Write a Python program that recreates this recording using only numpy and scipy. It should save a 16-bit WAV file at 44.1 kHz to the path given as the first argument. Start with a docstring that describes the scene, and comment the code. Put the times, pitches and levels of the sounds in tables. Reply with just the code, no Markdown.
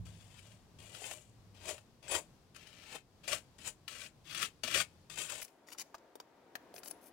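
"""A steel trowel spreads mortar on a bench from the start, over a steady rumble and, at first, a low drone.
Random sand impacts excite filtered resonances of blade, bench, sand and bench top; mode-locking makes squeals.
A cut then leads to lighter work: tearing wet films make smears, and bursting air pockets make smacks.
At the cut a soft outdoor wash of filtered noise replaces the rumble; the wavering drone has died away before.
A dry garage adds reflections; the strokes lie close by on the left, the light dabs a little further off."""
import sys
import numpy as np
from scipy import signal
from scipy.fft import rfft, irfft
from scipy.io import wavfile
from scipy.ndimage import uniform_filter1d

SR = 44100
rng = np.random.default_rng(int(sys.argv[2]) if len(sys.argv) > 2 else 0)


def persist_wave(psi):
    """Save psi, clipped to +-1, as 16-bit WAV."""
    counts = np.round(np.clip(psi, -1, 1) * 32767).astype(np.int16)
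    wavfile.write(sys.argv[1], SR, np.atleast_2d(counts).T)


N = 313992

# Background spectra, before and after the cut: frequency_hz, relative_density_db (dB per Hz)
RUMBLE_SPECTRUM = [(15, -41), (25, -10), (133, -3.5), (240, -10), (313, -12), (631, -18), (762, -18.5),
                   (871, -20.5), (997, -20), (1340, -26), (2170, -29.5), (2630, -30), (4620, -31.5),
                   (15500, -43.5)]
WASH_SPECTRUM = [(15, -38), (25, -25.5), (209, -10.5), (227, -8.5), (297, -4.5), (509, -8), (741, -7),
                 (848, -14.5), (919, -7), (1020, -14.5), (1800, -19.5), (2850, -27), (9050, -40),
                 (15500, -41.5)]
# Level of the wash before its trim: time_s, level_db
WASH_LEVEL = [(5.5, -63), (6.208, -63), (6.77, -59), (7.1, -61)]
# Background level, left minus right: frequency_hz, difference_db
AIR_SHADE = [(100, .5), (700, 3.6), (2000, 1), (5000, 9.3), (9000, 4.3), (15000, 1.1)]
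# Drone, with its mean pitch and its level before trim: time_s, pitch_hz, level_db
DRONE = [(0.0, 102.4, -45.5), (0.216, 101.2, -60), (0.418, 94.9, -61), (0.47, 106.5, -64),
         (0.544, 107.8, -60), (0.698, 93, -72), (0.772, 107, -60), (1.052, 105.4, -67.5),
         (1.168, 116.6, -67.5), (1.412, 107.5, -64), (1.614, 91.1, -61), (1.9, 89.1, -69)]
# Pressed strokes of the blade, with drive levels before the layer trims: start_s, touch_down_s,
# time_to_full_press_s, hold_s, glide_db, press_db, rise_db_per_s, fall_db_per_s,
# bench_relative_db, sand_relative_db, rasp_relative_db, rasp_end_pitch_hz
STROKES = [(.05, 0.0047, 0.45, 0.013, -65.5, -71, 160, 148, -8.5, -9, -6, 2760),
           (.785, 0.0027, 0.3, 0.014, -70, -53.5, 46, 136, -2, 2.5, -4, 2660),
           (1.54, 0.0061, 0.15, 0.011, -65, -45, 226, 260, -1.5, -2.5, -8, 2680),
           (2.025, 0.0034, 0.091, 0.055, -62, -41, 476, 446, 1.5, 0, -8, 2330),
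           (2.545, 0.0022, 0.405, 0.0095, -61.5, -49, 124, 477, -6, -8, -6.5, 2406),
           (3.232, .004, 0.049, 0.074, -59.5, -43.5, 1400, 396, -8, -4.5, -6.5, 2480),
           (3.582, .003, 0.095, 0.002, -62, -43.5, 358, 525, -6, 1.5, -7.5, 2700),
           (3.879, .001, 0.16, 0.021, -54, -55, 64, 520, -14, -7.5, -5, 2490),
           (4.238, 0.037, 0.18, 0.039, -62, -41, 101.5, 562, -15, -8, -5.5, 2735),
           (4.634, 0.0014, 0.11, 0.068, -44.5, -34.5, 1207, 625.5, -13, -5.5, -4.5, 2560),
           (5.097, 0.002, 0.089, 0.017, -54, -46, 420, 124.5, -10.5, -0.5, -6.5, 2910),
           (5.288, 0.0093, .014, .1, -55.5, -55.5, 300, 422, -5, -4.5, -6.5, 2660)]
# Landings and catches on coarse sand, with drives before trim; build-up never acts shorter than 1 ms:
# break_s, drive_db, bench_relative_db, rasp_relative_db, build_up_s
CATCHES = [(0.067, -46.5, -26, -8, 0.0032), (.392, -44, -18, -14, 0.035), (0.7902, -57, -23, -10, 0.0015),
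           (0.948, -38.5, -5, -2, .001), (1.0188, -40, 6, -16, 0.00067), (1.0409, -34.5, 1, -28, 0.0015),
           (1.112, -29, 2.5, -28, 0.0011), (1.548, -61, 7, -26, 0.0008), (1.69, -29.5, -3, -27, 0.0038),
           (1.712, -33.5, 5, -24, 0.0022), (1.7804, -43, 0, -7, 0.00076), (2.0806, -36, -20, -22, .001),
           (2.1121, -33, 0, -24, 0.0035), (2.1511, -20, -1, -57, 0.017), (2.5465, -49.5, -24, -14, .001),
           (2.563, -36, -21, -27, 0.0068), (2.6713, -42, -30, -9.5, 0.0011), (2.953, -34, 8.5, -21, .01),
           (3.2789, -24.5, -1.5, -9, 0.00089), (3.33, -19.5, -7.5, -7, 0.012),
           (3.8799, -33.5, -25, 3.5, 0.00086), (3.9514, -39, -3, -35, .001),
           (4.018, -39.5, -23, -1, 0.0099), (4.062, -45.5, -18.5, 1, .004), (4.31, -37, -30, -8, 0.0015),
           (4.3476, -27.5, -26, -6.5, 0.0014), (4.3758, -27.5, -25, -19.5, 0.0041),
           (4.419, -23, -24, -13.5, 0.0044), (4.428, -19, -26.5, -14.5, .004),
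           (4.6354, -23, -4, -11, 0.00088), (4.68, -29.5, 0, -5, .005), (4.712, -27, -17, -13, 0.0028),
           (4.7456, -22.5, -19.5, 0.5, .001), (4.759, -20, -5, -17, 0.0022), (4.802, -19, -20, -12.5, .002),
           (4.812, -27, -7, -8, 0.0046), (5.0998, -35.5, -30, -15.5, .001),
           (5.175, -31, 0.5, -24.5, 0.00073), (5.299, -29, -17, -19, 0.016),
           (5.3214, -30.5, -21, -23, 0.0071)]
# Resonances of steel blade, wooden bench and sand: frequency_hz, half_power_width_hz, relative_level_db
BLADE_MODES = [(1326, 16, 0.5), (1804, 160, -1), (2450, 54, -34), (2560, 216, 3), (3120, 51, 3),
               (4780, 200, -13), (4900, 130, -6), (5560, 23, -2), (6220, 270, -6.5)]
BENCH_MODES = [(370, 17, -12), (426, 51, -7.5), (535, 7.7, -9.5), (618.7, 58, 0.5), (753, 22, -9.5),
               (820, 100, -21)]
SAND_MODES = [(6670, 280, 2), (7490, 1100, 4.5), (8740, 220, -2), (9700, 350, -2)]
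# Broad spectra beneath those resonances: frequency_hz, relative_density_db (dB per Hz)
BLADE_SPECTRUM = [(60, -47), (150, -38), (300, -14.5), (600, -28.5), (950, -16.5), (1180, 0), (1500, -1.5),
                  (1800, -6.5), (2700, -8), (3350, -5.5), (3800, -9.5), (5800, -9.5), (7000, -17),
                  (11000, -73)]
BENCH_SPECTRUM = [(100, -23.5), (250, -24.5), (400, -10.5), (600, -11.5), (850, -7), (1300, -15.5),
                  (3000, -89)]
SAND_SPECTRUM = [(3500, -56), (5800, -6), (7000, 7), (9800, 2), (11200, -9.5), (13500, -10), (16000, -13.5)]
# Close work, left minus right: frequency_hz, difference_db
NEAR_SHADE = [(60, 6), (200, -1), (380, 4), (700, 7), (1290, 10), (2380, 13), (4400, 18), (8120, 25),
              (15000, 11)]
# Squeals of the steel edge, with mean pitch and level before wavering: start_s, length_s, pitch_hz, level_db
SQUEALS = [(2.08, 0.027, 7840, -44), (2.104, 0.033, 9630, -36), (2.149, 0.023, 7530, -39),
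           (6.906, 0.011, 9760, -41)]
# Light smears, with the drive reached at the break-off, before trim:
# start_s, length_s, level_db, fizz_relative_db
SMEARS = [(5.412, 0.017, -43.5, 3.5), (5.43, 0.021, -54, 0), (5.666, 0.038, -56.5, -7),
          (5.713, 0.018, -49, -2), (5.775, 0.041, -45, -5.5), (6.739, 0.05, -64.5, 13.5),
          (6.835, 0.075, -55, 7), (7.011, 0.068, -65, 9)]
# Bursting air pockets in the mortar, with drives before the layer trims:
# start_s, drive_db, pocket_hz, pocket_relative_db, bench_relative_db, crackle_relative_db
SMACKS = [(5.42, -29.5, 2380, -8.5, -26, -12), (5.481, -48, 2480, -23, -16, 0.5),
          (5.686, -37, 1990, -10.5, -24, -12), (5.72, -33, 2630, -9, -29, -15),
          (5.748, -49, 875, 4.5, -22, -10), (5.784, -30.5, 2520, -39, -27, -2),
          (5.815, -34.5, 2360, -39, -20.5, -4.5), (5.944, -37.5, 950, 3.5, -39, -16),
          (5.95, -37, 884, -2, -34, -5.5), (5.982, -50, 1010, -20, -29, -3),
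          (6.155, -32, 960, -23, -12, -36), (6.201, -34.5, 970, -4, -20, -5),
          (6.554, -20, 1700, -10.5, -18, -19.5), (6.741, -50, 759, -14, 3, -5),
          (6.757, -45, 2500, -20, -16, -6), (6.763, -33.5, 2460, -20, -16, -5),
          (6.781, -33, 2480, -18, -20, -10), (6.833, -38, 1560, -8, -27, -1),
          (6.859, -33.5, 770, -14, -27, -5.5), (6.911, -33, 740, -12, -38, -6)]
# Resonances of the wet paste: frequency_hz, half_power_width_hz, relative_level_db
PASTE_MODES = [(2370, 290, 4), (3040, 110, 4), (4550, 300, -0.5), (5050, 100, -13.5), (6560, 330, 1.5)]
# Broad spectra of the paste and of its fine fizz: frequency_hz, relative_density_db (dB per Hz)
PASTE_SPECTRUM = [(100, -17), (700, -7.5), (1400, -2.5), (2300, -11), (5500, 4), (8000, -5.5), (11000, -35),
                  (16000, -47)]
FIZZ_SPECTRUM = [(1000, -58), (5000, -24), (8500, -2.5), (10000, 5.5), (12000, 1.5), (16000, -1.5)]
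# Further work, left minus right: frequency_hz, difference_db
FAR_SHADE = [(200, 7.6), (1000, 0.5), (2500, 5.6), (6000, 7.6), (10000, 14), (15000, 15)]

TAPS = 4096  # filter length in samples
TIME = np.arange(N) / SR
FREQS = np.maximum(np.arange(TAPS // 2 + 1) * SR / TAPS, 1)
TOP_HZ = 15850
CUT_S = 5.445  # middle of the cut from rumble to wash; later squeals belong to the lighter work
RASP_SAG = .09  # share by which the rasp starts high, sliding down through the stroke
BITE_DB, BITE_S = 3.5, 0.0084  # the edge digs in for a moment as it lands
BENCH_GROWTH, SAND_GROWTH, BOOM_GROWTH, RASP_GROWTH = 1.23, 1.52, 0.54, 0.84  # dB gained per dB of the blade
BOOM_DB = -17.5  # drive of the whole bench top, relative to the blade before its trim
BUILD_UP_SIZE = 2048  # samples of crunch before each break
CATCH_DECAY_S, SMACK_DECAY_S = 0.0052, 0.0056
SMEAR_ATTACK_S, SMEAR_SWELL_DB, SMEAR_FALL_DB_PER_S = .003, 9.5, 1100


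def undb(db):
    """Logarithmic level: convert decibels to an amplitude gain."""
    return 10 ** (np.asarray(db) / 20)


def gains(points):
    """Interpolated spectrum: draw gains from (Hz, dB) points along a logarithmic frequency axis."""
    hz, db = np.transpose(points)
    return undb(np.interp(np.log(FREQS), np.log(hz), db))


def causal(gain):
    """Minimum phase: fold the cepstrum of a gain curve to obtain a causal impulse response."""
    cepstrum = irfft(np.log(gain + 1e-7))
    cepstrum[1:TAPS // 2] *= 2
    cepstrum[TAPS // 2 + 1:] = 0
    return irfft(np.exp(rfft(cepstrum)))


def through(x, response):
    """Linear filtering: convolve a sound with an impulse response."""
    return signal.oaconvolve(np.float32(x), np.float32(response))[:len(x)]


def shape(x, gain):
    """Zero-phase filtering: weight the frequencies of a sound without delaying it."""
    response = np.roll(irfft(gain), TAPS // 2)
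    filtered = signal.oaconvolve(np.float32(x), np.float32(response))
    return filtered[TAPS // 2:TAPS // 2 + N]


def body(points, modes=()):
    """Modal superposition: add resonance powers to a broad spectrum, giving a unit-energy response."""
    power = gains(points) ** 2
    for hz, width, db in modes:
        detuning = (FREQS / hz - hz / FREQS) * hz / width
        power = power + undb(db) ** 2 / (1 + detuning ** 2)
    response = causal(np.sqrt(power))
    return response / np.linalg.norm(response)


def walk(rate):
    """Band-limited fluctuation: smooth random steps, rate per second, to unit standard deviation."""
    hold = max(int(SR / rate), 9)
    steps = rng.standard_normal(N // 8)[np.arange(N) // hold]
    smooth = uniform_filter1d(steps, hold)
    return smooth / smooth.std()


def follow(table, column):
    """Linear interpolation: read one column of a time curve at every sample."""
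    rows = np.array(table)
    return np.interp(TIME, rows[:, 0], rows[:, column])


def grit(rate, spread_db):
    """Random impacts: sand grains crack independently, many small and a few large, to unit deviation."""
    size = undb(spread_db * np.minimum(rng.exponential(size=N), 5))
    grains = (rng.random(N) < rate / SR) * size * rng.choice([-1, 1], N)
    return grains / grains.std()


def burst(decay_s, tick):
    """Impulsive excitation: one sharp contact heads an exponentially dying shower of noise."""
    push = rng.standard_normal(TAPS) * np.exp(-TIME[:TAPS] / max(decay_s, .001))
    push[0] += tick
    return push


def add(track, s, sound):
    """Superposition: add a sound to a track at a time in seconds."""
    start = int(s * SR)
    track[start:start + len(sound)] += sound[:N - start]


def air(points, apart_hz, low_apart_hz=22):
    """Spatial coherence: noise is alike at both sides in the bass, unrelated in treble and deepest rumble."""
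    likeness = .9 / (1 + (FREQS / apart_hz) ** 2) / (1 + (low_apart_hz / FREQS) ** 2)
    ratio = np.sqrt(gains(AIR_SHADE))
    mid, side = (through(rng.standard_normal(N), body(points)) for _ in range(2))
    side = shape(side, np.sqrt((1 - likeness) / (1 + likeness)))
    stereo = np.array([shape(mid + side, ratio), shape(mid - side, 1 / ratio)])
    return stereo * undb(walk(6.7))  # the level wanders by about 1 dB


def background(rumble_db=-65.5, wash_trim_db=-2):
    """Filtered noise: at the cut, an 11 ms crossfade replaces a steady rumble by a brighter wash."""
    late = np.clip((TIME - CUT_S) / 0.011 + .5, 0, 1)
    rumble = air(RUMBLE_SPECTRUM, apart_hz=1100) * undb(rumble_db)
    wash = air(WASH_SPECTRUM, apart_hz=1750) * undb(follow(WASH_LEVEL, 1) + wash_trim_db)
    return (1 - late) * rumble + late * wash


def drone(trim_db=0.5, upper_db=-7, upper_ratio=1.72, rumble_db=-6, rumble_side_db=-5):
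    """Frequency modulation: an unsteady low tone, a weaker upper tone and wide rumble die away early."""
    pitch = follow(DRONE, 1) * (1 + 0.02034 * walk(33.2))
    phase = 2 * np.pi * np.cumsum(pitch) / SR
    upper = undb(upper_db + 3 * walk(35)) * np.exp(-TIME / 1.5)
    tone = np.sin(phase) * undb(2 * walk(24.1)) + upper * np.sin(upper_ratio * phase)
    colour = body([(15, -16), (45, 4), (100, 6), (180, -0.5), (300, -16.5), (1000, -48)])
    mid, side = (through(rng.standard_normal(N), colour) for _ in range(2))
    sides = np.array([[1], [-1]])
    rumble = undb(rumble_db) * (mid + sides * undb(rumble_side_db) * side)
    fade = np.interp(TIME, [1.7, 2.0], [1, 0])
    return (tone + rumble) * undb(follow(DRONE, 2) + trim_db) * fade


def stroking():
    """Contact pressure: glide, press, hold and release set five layer gains and the rasp pitch."""
    blade, edge, bench, sand, boom = np.zeros((5, N))
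    pitch, t = np.full(N, float(STROKES[0][-1])), TIME[:SR]
    for (s, touch_s, reach_s, hold_s, glide_db, press_db, rise, fall,
         bench_db, sand_db, rasp_db, hz) in STROKES:
        glide = undb(glide_db - press_db + BITE_DB * np.exp(-t / BITE_S))
        pressure = np.hypot(glide, undb(-rise * np.maximum(reach_s - t, 0)))
        release_db = -fall * np.maximum(t - reach_s - hold_s, 0)
        contact = undb(press_db + release_db) * np.minimum(t / touch_s, 1)
        add(blade, s, contact * pressure)
        add(edge, s, contact * undb(rasp_db) * pressure ** RASP_GROWTH)
        add(bench, s, contact * undb(bench_db) * pressure ** BENCH_GROWTH)
        add(sand, s, contact * undb(sand_db) * pressure ** SAND_GROWTH)
        add(boom, s, contact * undb(BOOM_DB) * pressure ** BOOM_GROWTH)
        start = int(s * SR)
        pitch[start:] = hz * np.interp(TIME[:N - start], [0, reach_s + hold_s], [1 + RASP_SAG, 1])
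    return blade, edge, bench, sand, boom, pitch


def catching(trim_db=-11, thud_db=-3, tick=2.5):
    """Fracture: coarse sand crunches up under the edge and breaks, pushing steel, bench and rasp."""
    hits, thuds, scratches = np.zeros((3, N))
    for s, db, bench_db, rasp_db, build_s in CATCHES:
        crunch = burst(build_s, tick=0)[:BUILD_UP_SIZE][::-1] * .5  # reversed decay: a build-up
        push = undb(db + trim_db) * np.concatenate([crunch, burst(CATCH_DECAY_S, tick)])
        start_s = s - BUILD_UP_SIZE / SR
        add(hits, start_s, push)
        add(thuds, start_s, push * undb(bench_db + thud_db))
        add(scratches, start_s, push * undb(rasp_db))
    return hits, thuds, scratches


def grinding(slip, coarse_share):
    """Granular friction: fine sand and coarser grains pulse with the slip of the blade."""
    fine, coarse = grit(rate=14000, spread_db=2), grit(rate=550, spread_db=2.1)
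    return slip * (fine + coarse_share * coarse) / np.hypot(1, coarse_share)


def rasp(push, pitch_hz, width):
    """Variable-length resonance: the free length of the blade shifts in pitch as the contact moves."""
    pitch = np.log(pitch_hz)
    centres, step = np.linspace(pitch.min(), pitch.max(), 9, retstep=True)
    skirt = [(300, -59.0), (1500, -13.0), (4500, -8.0), (12000, -48.0)]
    total = np.zeros(N)
    # fixed resonators crossfade at equal power to follow the sliding pitch
    for centre, hz in zip(centres, np.exp(centres)):
        share = np.sqrt(np.maximum(1 - np.abs(pitch - centre) / step, 0))
        total += through(push * share, body(skirt, [(hz, hz * width, 0)]))
    return total


def scraping(slip_db=1.64, catch_hiss_db=-5, stone_share=0.26):
    """Friction-driven vibration: sliding grit drives steel, bench and hiss; larger stones tick on the edge."""
    slip = undb(slip_db * (walk(150) + 0.44))
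    stones = stone_share * grit(rate=110, spread_db=1.0)
    grains = grinding(slip, coarse_share=0.71)
    hits, thuds, scratches = catching()
    drive, edge_drive, bench_drive, sand_drive, boom_drive, rasp_hz = stroking()
    blade_push = grains * drive * undb(-5.5) + hits
    edge_push = (grinding(slip, coarse_share=1.0) + stones) * edge_drive + scratches
    bench_push = grains * bench_drive * undb(-2) + thuds
    sand_push = (grinding(slip, coarse_share=1.0) + stones) * sand_drive * undb(-0.5)
    sand_push += hits * undb(catch_hiss_db)
    bench_top = body([(30, -20), (85, 1.5), (120, 0), (170, 2.5), (320, -3.0), (700, -60)])
    blade = through(blade_push, body(BLADE_SPECTRUM, BLADE_MODES))
    edge = rasp(edge_push, rasp_hz, width=0.34)
    bench = through(bench_push, body(BENCH_SPECTRUM, BENCH_MODES))
    sand = through(sand_push, body(SAND_SPECTRUM, SAND_MODES))
    boom = through(grains * boom_drive, bench_top)
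    return blade + edge + bench + sand + boom


def tail(t60_s):
    """Diffuse reverberation: unit-energy scattered reflections fall by 60 dB in t60 seconds."""
    t = TIME[:SR // 2]
    echoes = rng.standard_normal(len(t)) * undb(-60 * t / t60_s) * (t > .0007)
    return echoes / np.linalg.norm(echoes)


def garage(x, shade, bench_db, bench_t60_s, room_db, room_t60_s, shadow_hz):
    """Direct and reflected sound: bench and dry room reflect; the right side gets little direct treble."""
    ratio, out = gains(shade), []
    left = (np.ones(len(FREQS)), ratio)
    right = (1 / np.hypot(1, FREQS / shadow_hz), 1)
    for direct, port in (left, right):
        # hand and blade keep moving, so the pattern of near reflections keeps changing
        places = np.array([walk(9) for _ in range(4)])
        places /= np.linalg.norm(places, axis=0)
        near = sum(through(x * share, tail(bench_t60_s)) for share in places)
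        room = through(x, tail(room_t60_s))
        sound = shape(x, direct) + undb(bench_db) * near + undb(room_db) * room
        total = np.sqrt(direct ** 2 + undb(bench_db) ** 2 + undb(room_db) ** 2)
        out.append(shape(sound, 2 * port / (1 + ratio) / total))
    return np.array(out)


def squealing(wobble=0.038):
    """Mode locking: for a moment the slipping locks on to a high mode of the steel."""
    out, waver, strength = np.zeros(N), walk(1300), undb(2.0 * walk(500))
    for s, length_s, hz, db in SQUEALS:
        swell = np.sin(np.pi * np.clip((TIME - s) / length_s, 0, 1))
        phase = 2 * np.pi * np.cumsum(hz * (1 + wobble * waver)) / SR
        out += undb(db) * swell * np.sin(phase)
    return out * strength


def smearing(trim_db=-3, fizz_trim_db=-2.5):
    """Film rupture: tiny wet films tear under the gliding blade, swelling in level until it lifts."""
    drive, fine = np.zeros((2, N))
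    t = TIME[:SR // 2]
    for s, length_s, db, fine_db in SMEARS:
        swell_db = SMEAR_SWELL_DB * np.minimum(t / length_s - 1, 0)
        fall_db = -SMEAR_FALL_DB_PER_S * np.maximum(t - length_s, 0)
        glide = undb(db + swell_db + fall_db) * np.minimum(t / SMEAR_ATTACK_S, 1)
        add(drive, s, glide)
        add(fine, s, glide * undb(fine_db))
    films = grit(rate=3000, spread_db=3) * undb(2.5 * walk(140))
    paste = through(films * drive, body(PASTE_SPECTRUM, PASTE_MODES))
    fizz = through(films * fine, body(FIZZ_SPECTRUM))
    return undb(trim_db) * paste + undb(fizz_trim_db) * fizz


def smacking(trim_db=-12, fizz_db=-7, pocket_db=5, thud_db=8, pocket_width=0.14):
    """Cavity resonance: mortar slaps or lets go with a wet crackle, a ringing air pocket and a soft thud."""
    crackle, pockets, thuds = np.zeros((3, N))
    for s, db, hz, ring_db, bench_db, crackle_db in SMACKS:
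        push = undb(db + trim_db) * burst(SMACK_DECAY_S, tick=8.9)
        skirt = [(300, -30), (800, -9), (hz + 300, -11), (hz * 2, -22), (8000, -45)]
        pocket = body(skirt, [(hz, hz * pocket_width, 0)])
        add(crackle, s, undb(crackle_db) * push)
        add(pockets, s, undb(ring_db + pocket_db) * through(push, pocket))
        add(thuds, s, undb(bench_db + thud_db) * push)
    wet = body(PASTE_SPECTRUM, PASTE_MODES) + undb(fizz_db) * body(FIZZ_SPECTRUM)
    soft = body([(100, -33), (280, -11), (460, -1.5), (750, -2.5), (1500, -23)])
    return through(crackle, wet) + pockets + through(thuds, soft)


def scene():
    """Superposition of sources: firm strokes close by and light dabs further off, over drone and noise."""
    squeals, late = squealing(), TIME > CUT_S
    near = garage(scraping() + squeals * ~late, NEAR_SHADE, bench_db=-3.5, bench_t60_s=0.052,
                  room_db=-28.0, room_t60_s=0.44, shadow_hz=790)
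    far = garage(smearing() + smacking() + squeals * late, FAR_SHADE, bench_db=-1.5, bench_t60_s=0.011,
                 room_db=-18.5, room_t60_s=0.44, shadow_hz=1950)
    return near + far + drone() + background()


def record(dry):
    """Band limiting: an elliptic low-pass filter cuts the highest treble steeply."""
    return signal.sosfilt(signal.ellip(10, .2, 70, TOP_HZ, fs=SR, output="sos"), dry)


dry = scene()
out = record(dry)
persist_wave(out)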